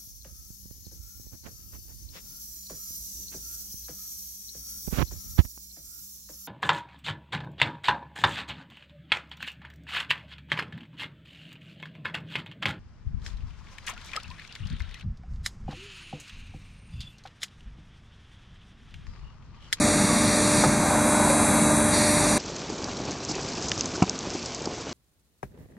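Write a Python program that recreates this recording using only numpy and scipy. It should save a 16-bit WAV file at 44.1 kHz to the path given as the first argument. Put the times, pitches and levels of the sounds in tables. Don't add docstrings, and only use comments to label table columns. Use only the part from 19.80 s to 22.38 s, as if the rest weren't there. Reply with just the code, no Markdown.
import sys
import numpy as np
from scipy import signal
from scipy.fft import rfft, irfft
from scipy.io import wavfile
from scipy.ndimage import uniform_filter1d

SR = 44100
rng = np.random.default_rng(int(sys.argv[2]) if len(sys.argv) > 2 else 0)


def gain_from_db(level_db):
    decades = np.asarray(level_db, float) / 20
    return 10 ** decades


def to_wav(s):
    ch = np.atleast_2d(s).T
    pcm = np.round(np.clip(ch, -1, 1) * 32767)
    wavfile.write(sys.argv[1], SR, pcm.astype(np.int16))


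N = 113778


def curve(rows):
    seconds, value = np.transpose(np.array(rows, float))
    return np.interp(np.arange(N) / SR, seconds, value)


def walk(rate_hz):
    hold = max(int(SR / rate_hz), 2)
    steps = np.repeat(rng.standard_normal(N // hold + 2), hold)
    wander = uniform_filter1d(uniform_filter1d(steps, hold), hold)[:N]
    return (wander - wander.mean()) / wander.std()


def roar(spectrum, swell_db, flick_db, flick_hz, body=()):
    hz, db = np.transpose(np.array(spectrum, float))
    f = np.fft.rfftfreq(N, 1 / SR) + 1
    level_db = np.interp(np.log(f), np.log(hz), db, left=-60)
    for peak_hz, width_hz, peak_db in body:
        level_db = level_db + peak_db / (1 + ((f - peak_hz) / width_hz * 2) ** 2)
    shaped = gain_from_db(level_db) * rfft(rng.standard_normal(N))
    noise, swell = 0, walk(3.03)
    for octave in np.arange(4.5, 14, 1 / 3):
        share = np.clip(1 - 3 * np.abs(np.log2(f) - octave), 0, 1)
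        if (np.abs(shaped) * share).max() > np.abs(shaped).max() / 300:
            band = irfft(shaped * share, N)
            noise = noise + band * gain_from_db(swell_db * swell + flick_db * walk(flick_hz))
    return noise / noise.std()


def tone(phase, rms_db, walk_db, walk_hz):
    level = np.sqrt(2) * gain_from_db(rms_db + walk_db * walk(walk_hz))
    return level * np.sin(phase + 2 * np.pi * rng.random())


def lines(table, walk_db, walk_hz):
    t = np.arange(N) / SR
    return sum(tone(2 * np.pi * hz * t, db, walk_db, walk_hz) for hz, db in table)


def ring(start, hz, peak_db, t60):
    contact_s = 0.00041
    t = np.clip(np.arange(N) / SR - start, 0, None)
    envelope = gain_from_db(peak_db - 60 * t / t60) * (1 - np.exp(-t / contact_s))
    return envelope * np.sin(2 * np.pi * hz * t)


# rms level idle in dB, rms level loaded in dB.
VANE_HARMONICS = [(-30.5, -30.5), (-31.5, -31), (-46.5, -44.5), (-44, -46), (-44.5, -72), (-59, -52),
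                  (-46, -47.5), (-44.5, -43), (-56, -49), (-60, -60), (-54, -58), (-67, -45),
                  (-40.5, -46.5), (-51, -47), (-51, -50), (-53.5, -51), (-48.5, -52), (-56, -60),
                  (-53, -43.5), (-47, -44.5), (-45, -49), (-55, -50), (-59, -45.5), (-47, -47), (-45, -50),
                  (-45, -47), (-61, -65), (-56, -62), (-46, -44), (-53, -58), (-54, -51), (-58, -48),
                  (-56, -49)]
# time in seconds, load as a share 0-1.
PUMP_LOAD = [
    (0, 0.98),
    (.86, 1),
    (.93, .4),
    (1.08, 0.01),
    (2.11, 0),
    (2.15, 0.95),
    (2.58, 1),
]


def vane_pump():
    idle_hz, slip_hz = 299.46, 1.06
    load = np.clip(curve(PUMP_LOAD), 0, 1)
    jitter = 1 + .00008 * walk(20)
    phase = 2 * np.pi * np.cumsum((idle_hz - slip_hz * load) * jitter) / SR
    whine = 0
    for k, (idle_db, loaded_db) in enumerate(VANE_HARMONICS, start=1):
        level_db = idle_db + (loaded_db - idle_db) * load
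        whine = whine + tone(k * phase, level_db, 1.2, 5.01)
    return whine


# frequency in Hz, density in dB per Hz.
VALVE_SPECTRUM = [(1200, -35), (2000, 0), (3400, -4.5), (4500, 1.5), (5900, -4.5), (7500, -4), (9500, -1.5),
                  (12000, -18)]
# time in seconds, rms level in dB.
VALVE_FLOW = [(0, -28.5), (.3, -30), (.55, -28), (.7, -27.5), (.8, -25.5), (.845, -26.5), (.87, -32),
              (.95, -32.5), (1.02, -39), (1.42, -55), (1.5, -31), (1.56, -48), (2.1, -57), (2.115, -35),
              (2.14, -25.5), (2.33, -28), (2.5, -27.5), (2.58, -30)]
# frequency in Hz, width in Hz, gain in dB.
VALVE_RESONANCES = [(1770, 300, 12.5), (2320, 190, 1), (3840, 220, 7.5), (4500, 710, 3), (5870, 330, 8),
                    (6890, 270, 7), (8700, 440, 3), (11200, 500, 9)]


def oil_valve():
    return gain_from_db(curve(VALVE_FLOW)) * roar(VALVE_SPECTRUM, 0.54, 0.96, 8.7, VALVE_RESONANCES)


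# start in seconds, peak level in dB, pitch factor, ring time factor.
IMPACTS = [(0.8382, -8, 0.99, 1.0), (.8445, -15, 1.36, 0.77), (.852, -16.5, .7, 1.3), (1.03, -22, 1, 1.2),
           (1.107, -18, 1.07, 0.79), (1.150, -16, 1.2, 0.69), (1.27, -23, 1.05, 1.1),
           (1.35, -16, 1.13, 0.72), (1.472, -16.5, 0.97, 0.83), (1.538, -27, 1.1, 1), (1.6, -20, 0.78, 1.2),
           (2.462, -20, 1.24, 0.73)]
# frequency in Hz, level in dB, t60 in seconds.
IMPACT_MODES = [(527, -2, 0.054), (812, 2.5, 0.037), (900, 3.5, 0.042), (1060, -1, 0.03),
                (1258, 1.5, 0.038), (1450, -5, 0.029), (2240, -18, 0.03)]


def clacks():
    hits = 0
    for start, peak_db, pitch, length in IMPACTS:
        for hz, mode_db, t60 in IMPACT_MODES:
            hits = hits - ring(start, hz * pitch, peak_db + mode_db - 8, t60 * length)
    return hits


# frequency in Hz, density in dB per Hz.
RACK_SPECTRUM = [(350, -16.5), (550, -2), (800, 3), (1050, 2), (1300, -9.5), (1600, -5), (2400, -24.5)]
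# time in seconds, rms level in dB.
RACK_LEVEL = [
    (0, -51),
    (.99, -32.5),
    (1.03, -28.5),
    (1.2, -27.5),
    (1.35, -29),
    (1.65, -28),
    (1.85, -31),
    (2.1, -31),
    (2.2, -32.5),
]


def rack():
    return gain_from_db(curve(RACK_LEVEL)) * roar(RACK_SPECTRUM, 0.95, 1.5, 15.5)


# frequency in Hz, density in dB per Hz.
JET_SPECTRUM = [(6500, -15), (7800, -3), (8800, 0.5), (9300, 3), (10000, 4), (11200, 1), (12500, -10)]
# time in seconds, rms level in dB.
JET_PRESSURE = [(0, -36), (.8, -31.5), (.88, -49), (1.0, -55), (1.1, -36), (1.2, -44), (1.27, -29),
                (1.42, -29.5), (1.5, -28.5), (1.75, -27.5), (2.05, -30), (2.17, -28.5), (2.32, -26.5),
                (2.45, -29), (2.58, -29)]
# frequency in Hz, width in Hz, gain in dB.
NOZZLE_RESONANCES = [(7750, 300, 4), (9310, 170, 6.5), (9900, 230, 3), (11360, 250, 2), (11400, 250, 4.5)]
# frequency in Hz, rms level in dB.
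JET_WHISTLES = [(9195, -41), (9480, -48), (11472.5, -41), (6363, -54), (7887, -49), (1410, -46),
                (9550, -47), (9674, -49), (9927, -49), (8990, -46), (8791, -51), (7590, -51), (7660, -52),
                (7063, -54), (6961, -54), (4371, -55), (10874, -50)]
# start in seconds, level in dB, t60 in seconds.
AIR_SPITS = [(0.416, -37, .25), (.76, -36, .2), (1.155, -36, .1), (1.468, -34, 0.23), (1.76, -38, .15),
             (2.075, -29, .1), (2.305, -23, .3), (2.475, -39, .1)]
# frequency in Hz, density in dB per Hz.
SPIT_SPECTRUM = [(2500, -20), (8000, -15), (10000, -2), (11500, 14), (13000, -4)]


def air_jet():
    t = np.arange(N) / SR
    hiss = gain_from_db(curve(JET_PRESSURE)) * roar(JET_SPECTRUM, 0.3, 1.6, 16, NOZZLE_RESONANCES)
    spits = 0
    for start, db, t60 in AIR_SPITS:
        spits = spits + (t > start) * gain_from_db(db - 60 * np.clip(t - start, 0, None) / t60)
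    whistle = np.interp(t, [1.0, 1.3, 1.7, 2.1, 2.16], [0, .9, 0.81, .8, 0.096])
    return hiss + spits * roar(SPIT_SPECTRUM, 0, 1.5, 41) + whistle * lines(JET_WHISTLES, 1.4, 5.2)


# start in seconds, frequency in Hz, peak level in dB, t60 in seconds.
FAR_RINGS = [
    (.29, 1130, -27, 0.45),
    (.864, 140, -18, 0.25),
    (0.92, 110, -23, .1),
    (1, 235, -15, 0.06),
    (0.75, 125, -23, 0.36),
    (1.498, 560, -18.5, 0.19),
    (1.46, 640, -27, 0.1),
    (1.9, 620, -22, 0.11),
    (1.4, 575, -25.5, 0.24),
    (1.15, 590, -18, 0.073),
]


def far_rings():
    return sum(ring(*row) for row in FAR_RINGS)


# frequency in Hz, rms level in dB.
SHAFT_ORDERS = [(49.8, -44.5), (74.7, -45), (99.7, -40), (149.5, -40.5), (199.3, -35), (224.3, -32),
                (249, -42.5), (398.6, -47.5), (870, -46.5), (921, -50)]


def neighbour_pumps():
    return lines(SHAFT_ORDERS, 2, 5.02)


# frequency in Hz, rms level in
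# dB.
DRIVE_TONES = [(1211, -45), (1614, -46), (2186, -44), (6864, -52), (8177, -45), (9765, -43), (9972, -45),
               (9610, -51), (6565, -52)]


def drives():
    return lines(DRIVE_TONES, 1.9, 4.06)


# frequency in Hz, density in dB per Hz.
HALL_SPECTRUM = [(30, -27), (55, -9.5), (210, 2), (420, -7.5), (1100, -10), (2500, -16), (5200, -23.5),
                 (9500, -14)]


def hall():
    return gain_from_db(-23) * roar(HALL_SPECTRUM, 0.44, 0.89, 6.08)


def scene():
    machine = vane_pump() + oil_valve() + clacks() + rack() + air_jet()
    background = far_rings() + neighbour_pumps() + drives() + hall()
    x = machine + background
    return np.array([x, x])


# frequency in Hz, width in Hz, narrow width in Hz, remainder in dB.
HOUSING_NOTCHES = [(3013, 1010, 250, -50), (5210, 470, 60, -30), (10540, 1000, 240, -20)]


def housing(x):
    for hz, wide_hz, narrow_hz, left_db in HOUSING_NOTCHES:
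        cut = signal.lfilter(*signal.iirnotch(hz, hz / wide_hz, SR), x)
        band = [hz - narrow_hz / 2, hz + narrow_hz / 2]
        cut = signal.sosfilt(signal.butter(2, band, 'bandstop', fs=SR, output='sos'), cut)
        x = cut + gain_from_db(left_db) * (x - cut)
    return x


def fold(x):
    fold_hz = 12000
    f = np.fft.rfftfreq(N, 1 / SR)
    roll_off = gain_from_db(-9.5 * np.clip(f - 10320, 0, None) / 1000)
    s = rfft(x) * roll_off * (f < fold_hz)
    k = int(fold_hz * N / SR) + 1
    image = np.zeros_like(s)
    image[:, k:2 * k] = np.conj(s[:, k - 1::-1])[:, :len(f) - k]
    image_level = gain_from_db(-2.5 - 17.5 * (f - fold_hz) / 1000)
    edge = 1 + (f / 13700) ** 200
    return irfft(s + image * image_level / edge, N)


def thin_out(x):
    f, t, s = signal.stft(x, SR, nperseg=2048)
    power = uniform_filter1d(np.abs(s) ** 2, size=5, axis=-2)
    local = np.sqrt(uniform_filter1d(power, size=3, axis=-1))
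    limit = gain_from_db(-73 + 5 * np.interp(t * SR, np.arange(N), walk(5)))
    outside = (f < 2500) | (f > 5600)
    keep = (local > limit) | outside[:, None]
    return signal.istft(s * keep, SR, nperseg=2048)[1][:, :N]


def low_pass(x):
    return signal.sosfilt(signal.butter(12, 13280, fs=SR, output="sos"), x)


# time in seconds, gain in dB.
CAMERA_GAIN = [
    (0, -1.5),
    (.025, 0.5),
    (.85, 0),
    (.88, -1),
    (.93, -0.5),
    (.97, -2),
    (1.02, -.5),
    (1.1, 0),
    (1.4, 0.5),
    (2.58, 0),
]


def record(dry):
    x = housing(dry * gain_from_db(curve(CAMERA_GAIN)))
    mix = thin_out(fold(x))
    return low_pass(mix)


dry = scene()
out = record(dry)
to_wav(out)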